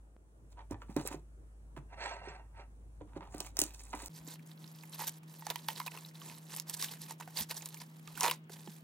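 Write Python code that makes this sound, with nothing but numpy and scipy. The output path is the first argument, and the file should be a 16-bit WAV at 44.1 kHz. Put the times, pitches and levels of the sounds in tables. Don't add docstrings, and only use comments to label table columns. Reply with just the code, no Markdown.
import sys
import numpy as np
from scipy import signal
from scipy.fft import rfft, irfft, next_fast_len
from scipy.io import wavfile
from scipy.ndimage import uniform_filter1d, minimum_filter1d

SR = 44100
rng = np.random.default_rng(int(sys.argv[2]) if len(sys.argv) > 2 else 0)


def nominal_scale(level):
    x = np.asarray(level, float) / 20
    return 10 ** x


def master(y):
    cut = np.clip(np.atleast_2d(y).T, -1, 1)
    pcm = np.round(cut * 32767)
    wavfile.write(sys.argv[1], SR, pcm.astype(np.int16))


N = 389403

GAP_START_S, GAP_END_S = 4.084, 4.094
EARLY_LEAD_MS, LATE_LEAD_MS = 0.11, 0.026

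# start_s, peak_db, pitch_hz
BOX_POPS = [(0.592, -42, 874), (0.744, -41, 840), (0.819, -43.5, 1350), (0.963, -39, 660),
            (1.765, -43, 980), (3.167, -45, 756), (3.208, -40.5, 890), (3.343, -38.5, 716),
            (3.406, -40.5, 720), (3.571, -41.5, 647), (3.59, -37, 940), (3.617, -37.5, 700),
            (3.937, -31, 947)]
# start_s, peak_db, pitch_hz
FILM_POPS = [(4.836, -48, 890), (4.994, -37, 890), (5.009, -33.5, 897), (5.021, -33.5, 940),
             (5.038, -36, 940), (5.423, -40, 907), (5.468, -30, 830), (5.505, -36, 973), (5.558, -33, 950),
             (5.687, -26.5, 895), (5.802, -28, 1020), (5.815, -36.5, 960), (5.87, -39.5, 1010),
             (5.88, -38.5, 960), (5.974, -43, 1050), (6.218, -45, 1130), (6.826, -38, 1100),
             (7.097, -48, 915), (7.109, -36.5, 890), (7.209, -36.5, 930), (7.276, -40.5, 740),
             (8.079, -46, 1210), (8.174, -47, 990), (8.213, -29.5, 987), (8.221, -30, 940),
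             (8.23, -39, 1010), (8.246, -21, 920), (8.254, -37, 966), (8.262, -22, 940), (8.272, -26, 1030),
             (8.283, -26.5, 930), (8.313, -28, 1020), (8.496, -48.5, 774), (8.675, -41, 827)]


def evened(x):
    return x / np.sqrt(np.mean(x ** 2) + 1e-20)


def read(points, hz):
    f, value = np.transpose(points)
    return np.interp(np.log(hz + 1), np.log(f + 1), value)


def curves(tables):
    t = np.arange(N) / SR
    out = np.full((len(tables[0][0]) - 1, N), -140.)
    for rows in tables:
        s, *columns = np.transpose(rows)
        inside = (t >= s[0]) & (t <= s[-1])
        out[:, inside] = [np.interp(t[inside], s, c) for c in columns]
    return out


def add(mix, s, sound):
    part = mix[..., max(round(s * SR), 0):][..., :sound.shape[-1]]
    part += sound[..., :part.shape[-1]]


def resonate(x, hz, width_hz):
    return signal.lfilter(*signal.iirpeak(min(hz, SR / 2.2), max(hz / width_hz, .3), SR), x)


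def colour(x, db_of_hz):
    gain_db = np.maximum(db_of_hz(abs(np.fft.fftfreq(4096, 1 / SR))), -70)
    log_gain = np.log(nominal_scale(gain_db))
    taps = np.fft.ifft(np.exp(np.conj(signal.hilbert(log_gain)))).real[:2048]
    taps = taps.reshape((1,) * (x.ndim - 1) + (-1,))
    return signal.oaconvolve(x, taps, axes=-1)[..., :x.shape[-1]]


def ring(t, hz, rise_s, t60):
    phase_s = t + 0.0005 * (1 - np.exp(-t / 0.00017))
    wave = np.sin(2 * np.pi * hz * phase_s) * (1 - np.exp(-t / rise_s)) * nominal_scale(-60 * t / t60)
    return wave / abs(wave).max()


def random_side(spread_db, draw):
    return nominal_scale(spread_db * np.tanh(draw) * np.array([[1], [-1]]))


def ports(x, lead_ms):
    # pitch_hz, level_db
    right_db = [(60, 3.5), (200, 5), (700, 4.5), (2500, 4.5), (8000, 4), (15000, 1.5)]
    size = next_fast_len(N)
    hz = np.fft.rfftfreq(size, 1 / SR)
    tilt = nominal_scale(read(right_db, hz) / 2) * np.exp(-1j * np.pi * hz * lead_ms / 1000)
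    return irfft(rfft(x * np.ones((2, 1)), size) * [1 / tilt, tilt], size)[:, :N]


def cancelled(x, notches):
    mid, side = (colour(v, lambda hz: sum(db * np.exp(-((hz - f) / w) ** 2) for f, w, db in dips))
                 for v, dips in zip((x[0] + x[1], x[0] - x[1]), notches))
    return np.array([mid + side, mid - side]) / 2


def air(tone, level_db, patchy_db):
    # pitch_hz, share
    likeness = [(60, 0.71), (200, 0.87), (600, 0.42), (2000, -0.69), (8000, 0.0093), (15000, -0.36)]
    frames, hz = N // 256 + 5, np.fft.rfftfreq(1024, 1 / SR)
    a, b, c, d, patches = rng.standard_normal((frames, 513, 5)).T
    patches = evened(uniform_filter1d(uniform_filter1d(patches, size=10, axis=0), size=12, axis=1))
    same = np.clip(read(likeness, hz), -1, 1)[:, None]
    left = a + 1j * b
    z = np.array([left, same * left + np.sqrt(1 - same ** 2) * (c + 1j * d)])
    z *= nominal_scale(read(tone, hz)[:, None] + patchy_db * patches / (1 + hz[:, None] / 2000))
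    return nominal_scale(level_db) * evened(signal.istft(z, nperseg=1024, noverlap=768)[1][:, :N])


def hums(late):
    # time_s, level_db
    deep_level = [(0, -54.5), (.3, -61.5), (.55, -52.5), (2.5, -54.5), (4.09, -53.5)]
    # pitch_hz, rms_db
    motor_tones = [(159, -54.5), (318, -73.5)]
    deep_hz, width_hz = 53.1, 0.56
    t = np.arange(N) / SR
    fuzz = resonate(rng.standard_normal(N), deep_hz, width_hz * 4)
    fuzz = evened(resonate(fuzz, deep_hz, width_hz * 4))
    deep = evened(np.sin(2 * np.pi * deep_hz * t) + 0.11 * fuzz) * nominal_scale(curves([deep_level])[0])
    beat = nominal_scale(1.0 * evened(resonate(rng.standard_normal(N), 8.0, 1.2)))
    motor = sum(nominal_scale(db) * np.sqrt(2) * np.sin(2 * np.pi * hz * t) for hz, db in motor_tones) * beat
    return np.where(late, motor, deep)


def kitchen(x):
    # pitch_hz, t60_s
    decay = [(150, 0.22), (1000, 0.17), (4000, 0.19), (12000, 0.012)]
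    taps = np.zeros((2, SR // 2))
    at = np.arange(100, SR // 2 - 20, 20) + rng.integers(0, 20, (2, (SR // 2 - 101) // 20))
    np.put_along_axis(taps, at, rng.choice([-1., 1.], at.shape), 1)
    hz, t, z = signal.stft(taps, SR, nperseg=256)
    tail = signal.istft(z * nominal_scale(-60 * t / read(decay, hz)[:, None]), SR, nperseg=256)[1]
    bass = signal.lfilter(*signal.butter(1, 900, fs=SR), tail[0] - tail[1])
    tail[1] += bass
    return signal.oaconvolve(x.mean(0)[None], tail / np.linalg.norm(tail[0]), axes=1)[:, :N]


def thumps():
    # start_s, peak_db, pitch_hz
    blows = [(0.715, -35, 104.5), (1.146, -40, 153), (3.212, -45, 180), (3.38, -43, 181), (0.967, -34, 136),
             (3.013, -26, 315), (1.769, -37, 140), (2.279, -45, 130), (3.167, -40.5, 163),
             (4.185, -57, 65.5), (7.388, -47, 79.5), (7.4, -29.5, 213), (8.05, -67, 74.4), (8.12, -66, 66),
             (8.19, -63, 70), (8.673, -31, 202)]
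    out, t = np.zeros((2, N)), np.arange(9000) / SR
    for s, db, hz in blows:
        t60 = 8.4 / hz
        add(out, s, nominal_scale(db) * ring(t, hz, 0.018, t60) * signal.windows.tukey(len(t), .3))
    return out


def knocks():
    # start_s, peak_db, pitch_hz
    dull_knocks = [(0.71, -41.5, 291), (0.895, -50, 200), (0.965, -31.5, 295), (1.052, -47, 444),
                   (1.112, -48.5, 290), (1.143, -46, 340), (1.77, -52, 328), (2.274, -50, 383),
                   (3.011, -52, 472), (3.164, -43.5, 328), (3.347, -46.5, 310), (3.406, -53, 343),
                   (3.589, -44.5, 330), (3.619, -41, 315), (3.942, -48, 290), (4.03, -55.5, 298),
                   (4.277, -56, 278), (8.285, -47, 490), (8.5, -57.5, 397), (8.674, -54, 356)]
    out, t = np.zeros((2, N)), np.arange(9000) / SR
    for (s, db, hz), (upper, lower) in zip(dull_knocks, rng.random((len(dull_knocks), 2))):
        knock = ring(t, hz, 0.001, 0.028)
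        knock += 0.31 * ring(t, hz * (1.26 + 0.94 * upper), 0.0015, 0.025)
        knock += 0.11 * (s < GAP_START_S) * ring(t, 65 + 110 * lower, 0.0045, 0.067)
        add(out, s, nominal_scale(db + 11.0) * knock)
    return out


def push():
    pushes = [
        (1.938, -56, 0.054, 0.029),
        (2.03, -45.5, 0.079, 0.26),
        (2.291, -52.5, 0.17, 0.17),
        (2.6, -55, 0.076, 0.062),
    ]
    fall_db, bend = 23, 1.59
    t = np.arange(N) / SR
    return np.max([db - fall_db * np.where(t < s, (s - t) / rise, (t - s) / fall) ** bend
                   for s, db, rise, fall in pushes], axis=0)


def plate():
    # pitch_hz, width_hz, level_db
    modes = [(450, 40, 13.5), (700, 380, 18), (910, 21, 18), (1296, 21, 16), (1520, 31, 13), (1796, 39, 11),
             (2080, 34, -6), (2740, 42, 14), (3400, 57, -6), (4330, 100, -0.5), (5570, 55, 2.5),
             (6220, 230, -10), (7500, 55, -2), (8600, 91, -2)]
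    level_db = push()
    brighter_db = 0.8 * np.maximum(level_db - level_db.max(), -25)
    struck = rng.random(N) < 3000 / SR
    grit = nominal_scale(3 * np.minimum(rng.exponential(1, N), 2.5)) * struck * rng.standard_normal(N)
    grit = evened(grit) + 1.25 * rng.standard_normal(N)
    grit = grit * nominal_scale(1.7 * evened(resonate(rng.standard_normal(N), 29, 60)))
    wander = evened(resonate(resonate(grit, 12, 14), 14, 24))
    low, high = np.zeros(N), np.zeros(N)
    for k, (hz, width, db) in enumerate(modes):
        mode = resonate(resonate(grit, hz, 1.54 * width), hz, 510)
        part = high if hz > 3300 else low
        part += nominal_scale(db + 3.8 * np.roll(wander, 9001 * k)) * mode
    broad = resonate(grit, 1980, 1000)
    broad = evened(signal.sosfilt(signal.butter(6, 2950, fs=SR, output="sos"), broad))
    treble = evened(high) + 0.95 * evened(resonate(grit, 4100, 1200))
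    treble = signal.sosfilt(signal.butter(8, 9100, fs=SR, output="sos"), treble)
    body = evened(low) + 0.81 * broad * nominal_scale(.5 * brighter_db)
    return nominal_scale(level_db) * (body + nominal_scale(brighter_db - 7.5) * treble)


def pops():
    out, t = np.zeros((2, N)), np.arange(9000) / SR
    for s, db, hz in list(BOX_POPS) + list(FILM_POPS):
        phase_s = 2.1 * t + 0.0045 * (1 - np.exp(-t / 0.00095))
        sweep = np.sin(2 * np.pi * hz * phase_s) * nominal_scale(-60 * t / 0.056)
        add(out, s, nominal_scale(db - 1.5) * (ring(t, hz, 0.000098, 0.03) + nominal_scale(-13.5) * sweep))
    return out


def ticks():
    # start_s, peak_db, centre_hz
    stretch_ticks = [(3.2395, -53, 1560), (3.2555, -60, 560), (3.3084, -54, 1520), (4.149, -45, 5210),
                     (4.2755, -36, 7440), (4.322, -38, 3900), (4.394, -40, 2140), (4.464, -48, 6850),
                     (4.4732, -43, 9300), (4.5151, -42.5, 3960), (4.576, -48, 3970), (4.6418, -38.5, 4000),
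                     (4.677, -42, 5450), (4.7501, -43, 5280), (4.787, -45, 3450), (4.8094, -43, 4750),
                     (4.8349, -37, 2060), (4.895, -41, 9600), (4.9337, -35, 3900), (4.9424, -40.5, 2770),
                     (4.991, -44, 4960), (5.017, -42, 1990), (5.5902, -37, 3860), (5.7027, -30, 2660),
                     (5.7284, -44, 2780), (5.7606, -32.5, 3780), (5.8774, -25.5, 2460), (5.9179, -39, 2590),
                     (5.974, -31, 2560), (6.0487, -34, 3960), (6.0856, -40, 5220), (6.1115, -48.5, 1980),
                     (6.1535, -37, 3900), (6.2157, -37, 3200), (6.2224, -42, 5930), (6.383, -39, 9800),
                     (6.5041, -39, 1940), (6.5395, -35, 4660), (6.549, -25, 10600), (6.5835, -49, 4270),
                     (6.6752, -43, 4800), (6.795, -34, 4300), (6.8848, -30.5, 3080), (6.9147, -46, 7650),
                     (6.9364, -32.5, 1780), (7.0177, -27, 10600), (7.0246, -39, 4560), (7.0953, -34, 10100),
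                     (7.2072, -39, 1490), (7.2774, -34, 1490), (7.3714, -23, 4740), (7.3944, -25, 3890),
                     (7.4957, -31, 6060)]
    # start_s, peak_db, centre_hz
    tuck_ticks = [(7.5494, -40, 4380), (7.566, -32.5, 5990), (7.6096, -36, 2450), (7.6215, -33, 6800),
                  (7.7697, -38, 2260), (7.8012, -36.5, 5050), (7.8155, -44, 4210), (8.078, -41, 2800),
                  (8.1414, -46, 4650), (8.1529, -44, 2740), (8.1753, -28, 1500), (8.2364, -27, 2620),
                  (8.4956, -37, 1600), (8.674, -39, 3000)]
    # start_s, peak_db, centre_hz
    further_ticks = [(3.4042, -27, 4140), (3.4315, -42, 7000), (3.417, -44, 4300), (3.47, -44, 2300),
                     (5.949, -39, 2520), (5.9844, -46, 2560), (8.262, -31, 2530), (8.2744, -26, 3010),
                     (8.287, -33, 3050), (8.2974, -20, 2740), (8.3214, -33, 3610), (8.331, -37, 2380),
                     (3.4895, -46, 9500), (3.795, -39, 5530), (3.837, -35.5, 8150), (3.852, -41, 8500),
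                     (3.951, -36, 8600), (3.992, -42, 7500), (4.021, -37, 9200), (5.393, -46, 2500),
                     (8.376, -55, 9500), (8.391, -58, 13000), (8.441, -56, 7500), (8.489, -62, 11000)]
    rows = list(stretch_ticks) + list(tuck_ticks) + list(further_ticks)
    out, t = np.zeros((2, N)), np.arange(900) / SR
    for (s, db, hz), noise in zip(rows, rng.standard_normal((len(rows), 901))):
        puff = noise[1:] * nominal_scale(-60 * t / 0.019)
        puff = resonate(resonate(puff, hz, 0.19 * hz), hz, hz) + 0.098 * np.diff(puff, prepend=0)
        add(out, s, nominal_scale(db - 5) * puff / abs(puff).max() * random_side(6.2, noise[0]))
    return out


def snaps():
    # start_s, peak_db, centre_hz
    roll_snaps = [(0.7103, -39.5, 6950), (0.965, -28, 6700), (1.074, -21, 9250), (1.1327, -38, 8800),
                  (3.3463, -36, 6660), (3.3817, -34.5, 8100), (3.4034, -23, 8140), (3.472, -43, 7240),
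                  (3.5692, -22, 5700), (3.5905, -11, 8900), (3.6014, -14, 8600), (3.6163, -9.5, 7300),
                  (3.638, -20, 7700), (4.0602, -26, 8800)]
    # start_s, peak_db, centre_hz
    film_snaps = [(5.0775, -25, 6730), (5.0939, -24, 8500), (5.4672, -26, 7050), (5.5018, -18, 4220),
                  (5.5582, -26, 3200), (5.6854, -20.5, 3720), (5.801, -29.5, 4870), (6.5638, -23, 9800),
                  (6.5987, -21, 6950), (6.6967, -21.5, 8000), (6.7408, -23, 8350), (6.813, -39, 7500),
                  (6.825, -17, 5300), (6.8441, -22, 5260), (7.1086, -30, 8600), (7.3853, -25, 6070),
                  (7.4089, -21.5, 5800), (7.429, -27, 7500), (7.5105, -22.5, 6000), (7.6584, -26, 8700),
                  (7.6883, -28.5, 9700), (7.7436, -31.5, 5740), (8.2081, -13, 6300), (8.2318, -16, 7000),
                  (8.2619, -19, 5200), (8.3118, -14.5, 3470)]
    rows = list(roll_snaps) + list(film_snaps)
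    out, t = np.zeros((2, N)), np.arange(900) / SR
    for (s, db, hz), noise in zip(rows, rng.standard_normal((len(rows), 901))):
        puff = noise[1:] * (nominal_scale(-60 * t / 0.0085) + 0.14 * nominal_scale(-60 * t / 0.05))
        puff = np.diff(puff, prepend=0) * hz / 24000 + 0.49 * resonate(puff, hz, .5 * hz)
        add(out, s, nominal_scale(db + 0.85) * puff / abs(puff).max() * random_side(2.5, noise[0]))
    return out


def effort(layers_db, bursts, crease):
    # time_s, crackle_db
    rustle = [
        [(0.47, -96), (0.525, -67.5), (0.56, -104), (0.896, -77), (1.0, -59), (1.16, -68), (1.23, -89)],
        [(2.999, -102), (3.286, -77), (3.47, -52), (3.538, -85), (3.563, -64), (3.875, -62), (4.084, -52.5)],
        [(4.095, -67), (4.55, -62), (5.1, -60.5), (5.84, -55), (6.45, -61.5), (6.8, -53), (7.13, -67.5),
         (7.5, -51), (8, -63), (8.22, -62), (8.6, -57.5), (8.83, -70)],
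    ]
    # start_s, length_s, drop_db
    pauses = [(4.36, 0.1, 7), (4.533, 0.06, 8.5), (5.186, 0.047, 21), (5.235, 0.044, 13), (5.6, 0.032, 3.5),
              (6.101, 0.045, 13), (6.623, 0.046, 17), (7.161, 0.021, 14), (7.438, 0.052, 15),
              (7.84, 0.12, 6), (7.997, 0.032, 9), (8.359, 0.14, 23)]
    fade_s, edge_s = 0.0086, 0.0029
    t = np.arange(N) / SR
    pop_starts = np.array([row[0] for row in list(BOX_POPS) + list(FILM_POPS)])
    still_db = sum(db * np.clip(np.minimum((t - s) / fade_s, (s + length - t) / edge_s), 0, 1)
                   for s, length, db in pauses)
    power = nominal_scale(2 * (curves(rustle) - still_db + np.array([0, *layers_db])[:, None]))
    for s, length, db, hollow_db in bursts:
        u = np.linspace(-1.8, 1.8, round(1.8 * length * SR))
        shape_db = db + 5.5 - np.where(u < 0, 11, 8) * abs(u) ** 2.86
        if abs(pop_starts - s - .004).min() < .009:
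            shape_db = db - 4.6 * u - np.where(u < -.7, 150 * (-.7 - u), 3 * np.maximum(u, 0) ** 3)
        layers = np.array([[0], [crease[0] + crease[1] * hollow_db], [hollow_db]])
        add(power, s - .4 * length, nominal_scale(2 * (shape_db + layers)))
    return np.sqrt(power)


def crackle(tone, gains, lead_ms, per_s, spread_db, hiss, pocket_hz, pocket_width_hz, spread_ms, taut):
    clumps = nominal_scale(2.2 * evened(resonate(rng.standard_normal(N), 49, 80)))
    t, drive = np.arange(300) / SR, np.zeros((2, N))
    for place in np.linspace(-1, 1, 6):
        turn = nominal_scale(5.5 * evened(resonate(rng.standard_normal(N), 10, 18)))
        let_go = rng.random(N) < per_s * clumps * turn / SR / 6
        clicks = nominal_scale(spread_db * np.minimum(rng.exponential(1, N), 3.4)) * let_go
        bursts = evened(signal.oaconvolve(clicks, nominal_scale(-60 * t / .005))[:N])
        burst = rng.standard_normal(N) * (bursts + hiss * evened(turn * np.sqrt(clumps)))
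        burst = resonate(burst, 6000 * 2.2 ** place, 2200 * 1.6 ** place) + 0.18 * burst
        drive += ports(evened(burst), lead_ms + spread_ms * place)
    drive = evened(drive / uniform_filter1d((drive ** 2).mean(0) + 1e-9, size=1800) ** .27)
    slack = nominal_scale(2.2 * evened(resonate(rng.standard_normal(N), 8.2, 9)))
    high = evened(colour(drive, lambda hz: read([(1500, -69.5)] + list(tone), hz)))
    crease = resonate(resonate(drive, 1800, 1800), 2300, 2200)
    crease = crease + 1.5 * resonate(drive, 2550, 120) + taut * resonate(drive, 3900, 250)
    crease = -evened(crease)
    pocket = resonate(resonate(drive, pocket_hz, pocket_width_hz), pocket_hz, 1400)
    pocket = evened(pocket - .5 * resonate(resonate(drive, 432, 246), 380, 570))
    return (gains[:, None] * [high, evened(crease * slack), pocket]).sum(0)


def scene():
    # pitch_hz, level_db per Hz
    early_air, late_air, late_rumble = [(44, -30), (75, -8.5), (147, -20.5), (300, -24), (1000, -34.5),
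                                        (4300, -53), (9000, -44), (14800, -55.5)], [(190, 3), (246, -5.5), (527, -13.5), (1490, -18.5),
                                                       (3200, -22), (3900, -32), (11900, -52), (16000, -26)], [(30, -60), (60, -29), (80, -40),
                                                                      (130, -8.5)]
    # pitch_hz, level_db per Hz
    box_tone, film_tone = [(2500, -8.5), (3900, -3), (5000, -2), (7300, 3), (10500, 0), (12000, -5.5),
                           (15200, -2.5), (16300, 7)], [(1470, 0), (2500, -15.5), (3400, -9), (3900, -7), (6200, -6.5),
                                             (13500, 0), (15600, -13), (16500, -71)]
    # start_s, length_s, crackle_db, hollowness_db (air pocket against crackle)
    roll_bursts, film_bursts = [(0.566, 0.053, -90, 29.5), (0.704, 0.031, -67.5, 13.5),
                                (0.805, 0.031, -76, 12), (0.887, 0.036, -71, 8), (0.956, 0.061, -56, 7.5),
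                                (1.052, 0.034, -49.5, -6), (1.104, 0.05, -61, 4), (1.759, 0.031, -65, 8.5),
                                (3.005, 0.02, -86.5, 23), (3.076, 0.089, -96, 23.5),
                                (3.425, 0.051, -74.5, 4), (3.152, 0.032, -76, 16.5), (3.2, 0.1, -89.5, 31),
                                (3.32, 0.075, -69, 4), (3.395, 0.043, -58, 2.5), (3.579, 0.038, -50.5, -4),
                                (3.62, 0.071, -48, -13), (3.733, 0.019, -57.5, -20),
                                (3.787, 0.041, -61.5, -21), (3.925, 0.04, -60.5, 11.5),
                                (3.963, 0.084, -59.5, 0)], [(4.14, 0.058, -58, -14), (4.257, 0.094, -55.5, -11.5),
                                                     (4.978, 0.088, -49, -10), (5.066, 0.028, -42.5, -15.5),
                                                     (4.926, 0.036, -52.5, -11.5), (5.455, 0.082, -57, 0),
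                                                     (5.502, 0.017, -44, 3.5), (5.675, 0.06, -47.5, -7),
                                                     (5.756, 0.062, -54, -9), (5.861, 0.017, -45, -9),
                                                     (5.918, 0.071, -64, 3.5), (6.203, 0.16, -58.5, -7),
                                                     (6.49, 0.12, -54, -9), (6.671, 0.049, -54.5, -9),
                                                     (6.728, 0.024, -45.5, -31), (6.789, 0.071, -43, -19.5),
                                                     (6.86, 0.09, -53, -11.5), (6.987, 0.08, -56.5, -14.5),
                                                     (7.082, 0.048, -53, -7), (7.196, 0.03, -52, -3),
                                                     (7.362, 0.071, -41.5, -13.5),
                                                     (7.5, 0.028, -46.5, -9.5), (7.554, 0.042, -52, -23),
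                                                     (7.801, 0.031, -55, -9), (8.066, 0.063, -57, -7),
                                                     (8.16, 0.17, -49, -7.5), (8.222, 0.087, -36.5, -1),
                                                     (8.51, 0.036, -57.5, -26), (8.66, 0.12, -62.5, -25)]
    # crease_db, air_pocket_db
    rustle_layers = (-11.5, -7.5), (-26, -10)
    # level_db, db per db of hollowness
    crease_layers = (-4.5, 0.17), (-7.5, 0.98)
    # centre_hz, width_hz, depth_db
    early_notches = [
        [(5050, 300, -3), (12400, 650, -9)],
        [(8350, 650, -12), (16000, 800, -10)],
    ]
    late_notches = [
        [(13000, 670, -2.5)],
        [(7000, 3800, -1.4)],
    ]
    # time_s, level_db
    settle = [(0, -1), (.2, -3), (.38, -1), (.6, 0.5), (2.8, 0.5), (3.2, 2)]

    t = np.arange(N) / SR
    late = t > GAP_END_S
    struck = thumps() + knocks() + pops() + snaps()
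    struck = signal.lfilter(*signal.butter(2, 45, "high", fs=SR), struck)

    early_near = ports(struck + plate() + ticks(), EARLY_LEAD_MS)
    early_gains = effort(rustle_layers[0], roll_bursts, crease_layers[0])
    early_near += crackle(box_tone, early_gains, EARLY_LEAD_MS, per_s=500, spread_db=5.3, hiss=1.2,
                          pocket_hz=890, pocket_width_hz=256, spread_ms=0.033, taut=0.41)
    early_near = early_near * ~late
    early = early_near + nominal_scale(-9.5) * kitchen(early_near)
    early += air(early_air, -63, 2.65) * nominal_scale(np.interp(t, *np.transpose(settle)))
    early = cancelled(early, early_notches)

    late_gains = effort(rustle_layers[1], film_bursts, crease_layers[1])
    late_near = ports(struck, LATE_LEAD_MS)
    late_near += crackle(film_tone, late_gains, LATE_LEAD_MS, per_s=350, spread_db=4.55, hiss=2.15,
                         pocket_hz=935, pocket_width_hz=203, spread_ms=0.032, taut=0.92)
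    late_near = late_near * late
    later = late_near + 0.11 * kitchen(late_near)
    later += air(list(late_rumble) + list(late_air), -61.5, 1.9)
    later = cancelled(later + ports(ticks(), LATE_LEAD_MS) * late, late_notches)

    mix = np.where(late, later, early) + hums(late)
    add(mix, .1655 - .001, nominal_scale(-44.5) * signal.windows.exponential(90, tau=12))
    gap = [GAP_START_S, GAP_START_S + .001, GAP_END_S - .001, GAP_END_S]
    return mix * np.interp(t, gap, [1, .03, .03, 1])


def starved(x):
    # low_hz, high_hz, margin_db
    weak_bands = [
        [(9200, 10800, 38), (10800, 11700, 39), (11700, 13100, 17), (13100, 14000, 42), (14500, 15300, 46)],
        [(7700, 9000, 20), (9000, 9700, 31), (10200, 11200, 41), (14300, 15200, 36), (15200, 16500, 18)],
    ]
    hz, t, z = signal.stft([x[0] + x[1], x[0] - x[1]], SR, nperseg=1024, noverlap=512)
    early = t < GAP_START_S

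    def level_db(v, lo, hi):
        power = (abs(v[(hz > lo) & (hz <= hi)]) ** 2).sum(0)
        return 10 * np.log10(uniform_filter1d(power, size=3) + 1e-20)

    keep, body_db = np.ones(z.shape), level_db(z[0], 300, 11000)
    for k, bands in enumerate(weak_bands):
        for lo, hi, margin_db in bands:
            above = np.clip((level_db(z[k], lo, hi) - body_db + margin_db) / 2, .01, 1)
            keep[k, (hz > lo) & (hz <= hi)] = np.where(early, above, 1)
    dip_db = level_db(z[0], 4750, 5350)
    masked = (dip_db < level_db(z[0], 5500, 9000) - 10) | (dip_db < body_db - 33)
    masked = masked & (body_db > -57) & early
    keep[0, (hz > 4750) & (hz <= 5350)] = np.where(masked, .01, 1)
    edge = uniform_filter1d(np.diff(x[0] + x[1], 2) ** 2, size=64) + 1e-20
    sudden = -minimum_filter1d(-edge, size=1200) / uniform_filter1d(edge, size=1200) > 5.5
    keep[..., np.interp(t * SR, np.arange(len(edge)), sudden) > .5] = 1
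    mid, side = signal.istft(z * keep, SR, nperseg=1024, noverlap=512)[1][:, :N]
    return np.array([mid + side, mid - side]) / 2


def band_limit(x):
    return signal.sosfilt(signal.butter(12, 16990, fs=SR, output="sos"), x)


def record(dry):
    lowpass = signal.firwin(255, 16100, window=("kaiser", 4), fs=SR)
    limited = signal.oaconvolve(starved(dry), lowpass[None], "same")
    return band_limit(limited)


dry = scene()
out = record(dry)
master(out)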